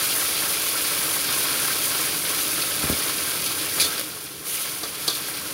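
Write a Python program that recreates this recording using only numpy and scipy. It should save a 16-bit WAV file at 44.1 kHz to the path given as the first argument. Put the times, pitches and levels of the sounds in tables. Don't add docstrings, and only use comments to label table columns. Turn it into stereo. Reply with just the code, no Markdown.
import sys
import numpy as np
from scipy import signal
from scipy.fft import rfft, irfft, next_fast_len
from scipy.io import wavfile

SR = 44100
rng = np.random.default_rng(int(sys.argv[2]) if len(sys.argv) > 2 else 0)


def digitize_waveform(pressure):
    field = np.atleast_2d(pressure).T
    bounded = np.clip(field, -1, 1)
    quanta = np.round(bounded * 32767).astype(np.int16)
    wavfile.write(sys.argv[1], SR, quanta)


N = 244181

# (frequency [Hz], level [dB])
SIZZLE_SPECTRUM = [(350, -6), (540, -3), (700, -7), (950, -7), (1300, -4), (1900, -5), (3400, -3),
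                   (4700, -1.5), (5700, -3.5), (6300, -4.5), (7200, -6.5), (8200, -8.5), (9300, 1.5),
                   (10150, 2), (11200, -1.5), (15700, -3.5)]
# (frequency [Hz], likeness [0 unrelated, 1 the same])
STEREO_LIKENESS = [(100, 1), (290, 1), (450, 0.86), (740, 0.24), (1080, 0.31), (1350, 0.64), (1750, 0),
                   (2350, 0.33), (3500, 0), (4800, 0.057), (10000, 0.08), (15000, 0)]


def sizzle(bubble_db):
    spray_db = -22 + activity_db(size=0)
    fry_db = -27 + activity_db(size=.5)
    boil_db = -33.5 + 0.96 * activity_db(size=1)
    spray = bursts(5870, 16400, per_s=8000, spread_db=2, steam_db=-4, surge_db=0.63, flutter_db=0.91)
    fry = bursts(2200, 5650, per_s=3200, spread_db=2, steam_db=0, surge_db=0.73, flutter_db=1.1)
    boil = bursts(420, 2205, per_s=1500, spread_db=1.5, steam_db=0, surge_db=0.94, flutter_db=1)
    broth = from_db(fry_db + bubble_db) * bubbles(per_s=280, cycles=85, spread_db=4.5)
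    sound = from_db(spray_db) * spray + from_db(fry_db) * fry + from_db(boil_db) * boil + broth
    shield_db = -2.5 * np.exp(-((np.arange(N) / SR - 2.195) / 0.076) ** 2)
    return from_db(shield_db) * sound


def activity_db(size):
    # (time [s], level [dB])
    vigour = [(0, 0), (.7, -0.7), (1.75, .2), (2.7, -1.4), (3.7, -3), (3.99, -5), (4.07, -10), (4.42, -14),
              (5.53, -11.5)]
    # (time [s], level [dB], hold [s], fade [s], extra level for the largest bubbles [dB])
    flares = [(0, -3.5, 0.083, 0.11, -12), (2.225, -5, 0.031, 0.05, 3), (2.78, -15.5, .25, 0.17, 10.5),
              (3.72, -10, 0.11, 0.16, 9), (4.43, -3.5, 0.086, 0.18, -6.5), (4.51, -10, 0.17, 0.74, 2),
              (4.972, -9, 0.28, 0.72, 2)]
    power = from_db(in_time(vigour)) ** 2
    for s, db, hold_s, fade_s, coarse_db in flares:
        flare = swell(s, rise_s=0.041, hold_s=hold_s, fade_s=fade_s)
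        power += (from_db(db + size * coarse_db) * flare) ** 2
    return 10 * np.log10(power)


def bursts(low_hz, high_hz, per_s, spread_db, steam_db, surge_db, flutter_db):
    def tone_colour(hz):
        band = ((1 + (low_hz / (hz + 1)) ** 16) * (1 + (hz / high_hz) ** 16)) ** -.5
        return band * from_db(at_hz(SIZZLE_SPECTRUM, hz))

    bursting = rng.random(N) < per_s / SR
    sizes = from_db(spread_db * np.minimum(rng.exponential(1, N), 4))
    place = rng.uniform(0, 2 * np.pi, N)
    clicks = rms_one(bursting * sizes * np.array([np.cos(place), np.sin(place)]))
    steam = from_db(steam_db) * rng.standard_normal((2, N))
    sound = to_stereo(clicks + steam, tone_colour)
    return rms_one(sound * from_db(surge_db * drift(22) + flutter_db * drift(42)))


def bubbles(per_s, cycles, spread_db):
    out = np.zeros((2, N))
    for when, pitch, strength, place in rng.random((int(per_s * N / SR), 4)):
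        hz = 1400 * 4.4 ** pitch
        t = np.arange(int(cycles / hz * SR)) / SR
        tone = np.sin(2 * np.pi * hz * t) * np.exp(-np.log(1000) * t * hz / cycles)
        tone *= from_db(spread_db * strength ** 2)
        angle = np.pi * (place - .25)
        add(out, when * N / SR, np.outer([np.cos(angle), np.sin(angle)], tone))
    return rms_one(out)


def spits(fade_s, level_db, pop_hz, pop_t60):
    # (time [s], level [dB], pop compared with the crack [dB])
    loud_spits = [(0.225, -18, -17), (0.437, -14, -24), (1.652, -18, -1), (1.683, -11, -5),
                  (1.705, -19, -1), (2.8314, -12, -7), (3.0965, -10, -5), (3.9802, -15, -24),
                  (3.9957, -8, -21), (4.013, -9, -26), (5.464, -19, -10)]
    out, t = np.zeros((2, N)), np.arange(SR // 100) / SR
    pop = ring(signal.unit_impulse(len(t)), pop_hz, pop_t60)
    for s, db, pop_db in loud_spits + small_spits(per_s=5.4, spread_db=1.6):
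        crack = rng.standard_normal((2, len(t))) * np.exp(-t / fade_s)
        crack /= np.abs(crack).max()
        add(out, s, from_db(db + level_db) * (crack + from_db(pop_db) * pop))
    return colour(out, SIZZLE_SPECTRUM)


def small_spits(per_s, spread_db):
    when, strength, pop = rng.random((int(per_s * N / SR), 3)).T
    sizzle_db = activity_db(size=.5)[(when * N).astype(int)]
    db = -20 + .6 * sizzle_db + spread_db * (2 * strength - 1)
    pop_db = -17 + spread_db * (2 * pop - 1)
    return list(zip(when * N / SR, db, pop_db))


def plips(t60):
    # (time [s], pitch [Hz], level [dB])
    big_bubbles = [(1.371, 1080, -30), (2.012, 1046, -33), (2.3, 1075, -31.5)]
    out = np.zeros(N)
    for s, hz, db in big_bubbles:
        add(out, s, from_db(db) * ring(signal.unit_impulse(SR // 5), hz, t60))
    return out


def in_wok(x):
    # (pitch [Hz], width [Hz], level [dB])
    hollow_notes = [(1080, 40, 2), (1327, 76, -3), (1599, 58, -4.5), (2244, 88, -6.5), (2450, 100, -8),
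                    (3320, 270, -8.5), (4640, 500, -15.5), (6140, 180, -10)]
    middle = x.mean(axis=0)
    return x + sum(from_db(db) * resonate(middle, hz, width) for hz, width, db in hollow_notes)


def ladle(ring_db, rasp_db, slips_per_s, grit_db):
    # (time [s], level [dB], slide length [s], squeal [dB], low thud [dB])
    strokes = [(3.799, -1.5, 0.0051, 1, -22), (3.8048, -2.5, 0.015, 0, -12), (3.8132, -5.5, 0.036, -12, -3),
               (3.845, -9, .014, -23, -2), (4.832, -9.5, 0.011, -17, 6), (5.078, 0.5, 0.0073, -14, 0),
               (5.099, -8.5, 0.011, -25, -3), (5.15, -11, 0.02, -25, -7)]
    # (pitch [Hz], level [dB], time to fade by 60 dB [s])
    steel_notes = [(341, -13.5, 0.085), (440, -6, 0.06), (620, -8.5, 0.038), (1180, -12, 0.11),
                   (1607, -14, 0.08), (3404, -1.5, .05), (3600, -3, 0.088), (3850, -9, 0.06),
                   (4020, 0, 0.037), (4380, -1, .095), (4670, -2.5, 0.068), (4960, -14, .06),
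                   (5300, -16, .04), (6230, -9.5, 0.068), (6400, -11.5, 0.058), (7560, -14, .04),
                   (8930, -13, .04), (9400, -14, .04), (11000, -15, .04), (12500, -14, .03)]
    # (frequency [Hz], level [dB])
    rasp_spectrum = [(300, -29), (2900, -10), (3600, 8), (4700, 6), (6500, 2.5), (7600, -2), (9000, 3.5),
                     (10800, -0.5), (12500, -2), (16000, -3.5)]
    # (pitch [Hz], width [Hz], level [dB])
    squeal_notes = [(2390, 100, -22), (10450, 130, -15.5)]
    force, squeal, rings = np.zeros(N), np.zeros(N), np.zeros((2, N))
    t = np.arange(SR // 5) / SR
    for s, db, length_s, squeal_db, thud_db in strokes:
        pressure = from_db(db) * np.exp(-np.minimum(t / length_s, 10) ** 2)
        add(force, s, pressure)
        add(squeal, s, pressure * from_db(squeal_db))
        slips = ((rng.random(len(t)) < slips_per_s / SR) | (t == 0)) * pressure
        slips *= from_db(db + ring_db) / np.sqrt(np.sum(slips ** 2))
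        for hz, note_db, t60 in steel_notes:
            mid, side = rng.choice([-1, 1], (2, len(t))) * mid_side_gains(hz)
            pushes = slips * np.array([mid + side, mid - side])
            gain = from_db(note_db + thud_db * (hz < 2000))
            add(rings, s, gain * ring(pushes, hz, t60))
    hiss = rng.standard_normal((2, N))
    rasp = from_db(rasp_db + grit_db * drift(300)) * force * rms_one(colour(hiss, rasp_spectrum))
    tones = sum(from_db(db) * rms_one(resonate(hiss, hz, width)) for hz, width, db in squeal_notes)
    return rings + rasp + squeal * tones


def wet_rub(envelope, level_db, hz, width_hz, grit_db):
    grains = rng.standard_normal((2, N)) * from_db(grit_db * drift(200))
    rub = resonate(resonate(grains, hz, width_hz), hz, width_hz)
    return from_db(level_db) * envelope * rms_one(rub)


def bumps(level_db):
    # (time [s], level [dB])
    knocks = [(2.837, -20), (2.85, -27), (2.8976, -14.5), (2.9143, -23), (2.924, -21.5)]
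    # (pitch [Hz], level [dB], time to fade by 60 dB [s])
    dull_notes = [(75.5, -5.5, 0.095), (139, -6, 0.099), (255, 1, 0.033), (394, -3.5, 0.04),
                  (584, 0.5, 0.011)]
    clicks, thuds = np.zeros(N), np.zeros((2, N))
    for s, db in knocks:
        add(clicks, s, from_db([db + level_db]))
    for k, (hz, db, t60) in enumerate(dull_notes):
        thuds += (-1) ** k * from_db(db) * ring(clicks, hz, t60)
    return thuds


def low_rush(drone_db):
    # (time [s], level [dB])
    rush_levels = [(0, -39), (.6, -41), (1.3, -38), (2, -38.5), (3.9, -38.5), (4.2, -44), (4.95, -43.5),
                   (5.3, -41.5)]
    # (frequency [Hz], level [dB])
    rush_spectrum = [(25, -15), (45, -24), (70, -12), (110, -5), (170, -1.5), (215, -3.5), (255, -4),
                     (305, 6), (355, -0.5), (430, 0.5), (560, -7), (720, -11.5), (1200, -21)]
    # (pitch [Hz], width [Hz], level [dB])
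    drone_notes = [(81, 24, -52.5), (133.3, 17, -50.5), (304.5, 19, -53)]
    rush_db = in_time(rush_levels)
    rush = to_stereo(rng.standard_normal((2, N)), lambda hz: from_db(at_hz(rush_spectrum, hz)))
    air = to_stereo(rng.standard_normal((2, N)), np.ones_like)
    drones = sum(from_db(db) * rms_one(resonate(air, hz, width)) for hz, width, db in drone_notes)
    return from_db(rush_db) * rms_one(rush) + from_db(drone_db + rush_db - rush_db.max()) * drones


def kitchen(x, echo_db, t60=0.2):
    t = np.arange(SR // 2) / SR
    tail = rng.standard_normal((2, len(t))) * np.exp(-np.log(1000) * t / t60) * (t > .003)
    tail /= np.sqrt(np.sum(tail ** 2) / 2)
    return x + from_db(echo_db) * signal.fftconvolve(x, tail, axes=-1)[:, :N]


def from_db(db):
    return 10 ** (np.asarray(db) / 20)


def rms_one(x):
    return x / np.sqrt(np.mean(x ** 2) + 1e-20)


def add(out, s, sound):
    start = int(s * SR)
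    out[..., start:start + sound.shape[-1]] += sound[..., :N - start]


def in_time(points):
    s, value = np.transpose(points)
    return np.interp(np.arange(N) / SR, s, value)


def swell(start_s, rise_s, hold_s, fade_s):
    t = np.arange(N) / SR - start_s
    return np.clip(t / rise_s, 0, 1) * np.exp(-np.maximum(t - rise_s - hold_s, 0) / fade_s)


def drift(rate_hz):
    step, warm_up = 40, 2000
    r = np.exp(-2 * np.pi * step * rate_hz / SR)
    noise = rng.standard_normal(N // step + warm_up + 2)
    slow = signal.lfilter([1], [1, -2 * r, r * r], noise)[warm_up:]
    return np.interp(np.arange(N) / step, np.arange(len(slow)), rms_one(slow))


def at_hz(points, hz):
    f, value = np.transpose(points)
    return np.interp(np.log(hz + 1), np.log(f), value)


def shape(x, gain_at):
    size = next_fast_len(N + 4096)
    hz = np.arange(size // 2 + 1) * SR / size
    return irfft(rfft(x, size) * gain_at(hz), size)[..., :N]


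def colour(x, points):
    return shape(x, lambda hz: from_db(at_hz(points, hz)))


def resonate(x, hz, width_hz):
    r = np.exp(-np.pi * width_hz / SR)
    feedback = [1, -2 * r * np.cos(2 * np.pi * hz / SR), r * r]
    return signal.lfilter(np.array([1, 0, -1]) * (1 - r * r) / 2, feedback, x + 1e-18)


def ring(clicks, hz, t60):
    r, w = np.exp(-np.log(1000) / (t60 * SR)), 2 * np.pi * hz / SR
    return signal.lfilter([0, np.sin(w)], [1, -2 * r * np.cos(w), r * r], clicks + 1e-18)


def mid_side_gains(hz):
    return np.sqrt(1 + at_hz(STEREO_LIKENESS, hz) * np.array([[1], [-1]]))


def to_stereo(pair, gain_at):
    mid, side = shape(pair, lambda hz: gain_at(hz) * mid_side_gains(hz))
    return np.array([mid + side, mid - side]) / np.sqrt(2)


def scene():
    slop_curve = swell(start_s=1.9, rise_s=0.02, hold_s=0.046, fade_s=0.044)
    slop = wet_rub(slop_curve, level_db=-36, hz=900, width_hz=1300, grit_db=3)
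    plough_curve = swell(start_s=4.46, rise_s=.09, hold_s=.07, fade_s=.04)
    plough = wet_rub(plough_curve, level_db=-37, hz=2930, width_hz=1000, grit_db=4)
    water = sizzle(bubble_db=-10) + slop
    water += spits(fade_s=0.001, level_db=5.5, pop_hz=1300, pop_t60=0.0056)
    steel = ladle(ring_db=-18.5, rasp_db=-15, slips_per_s=1400, grit_db=0.5) + plough
    wok = from_db(-.5) * kitchen(in_wok(water) + plips(t60=.11), echo_db=-11.5)
    wok += kitchen(steel, echo_db=-6)
    wok *= from_db([[-.55], [.45]])
    return wok + kitchen(bumps(level_db=-0.5), echo_db=-8) + low_rush(drone_db=0.1)


def record(dry):
    thin = signal.sosfilt(signal.butter(2, 52, "high", fs=SR, output="sos"), dry)
    return signal.sosfilt(signal.ellip(12, .1, 90, 15720, fs=SR, output="sos"), thin)


dry = scene()
out = record(dry)
digitize_waveform(out)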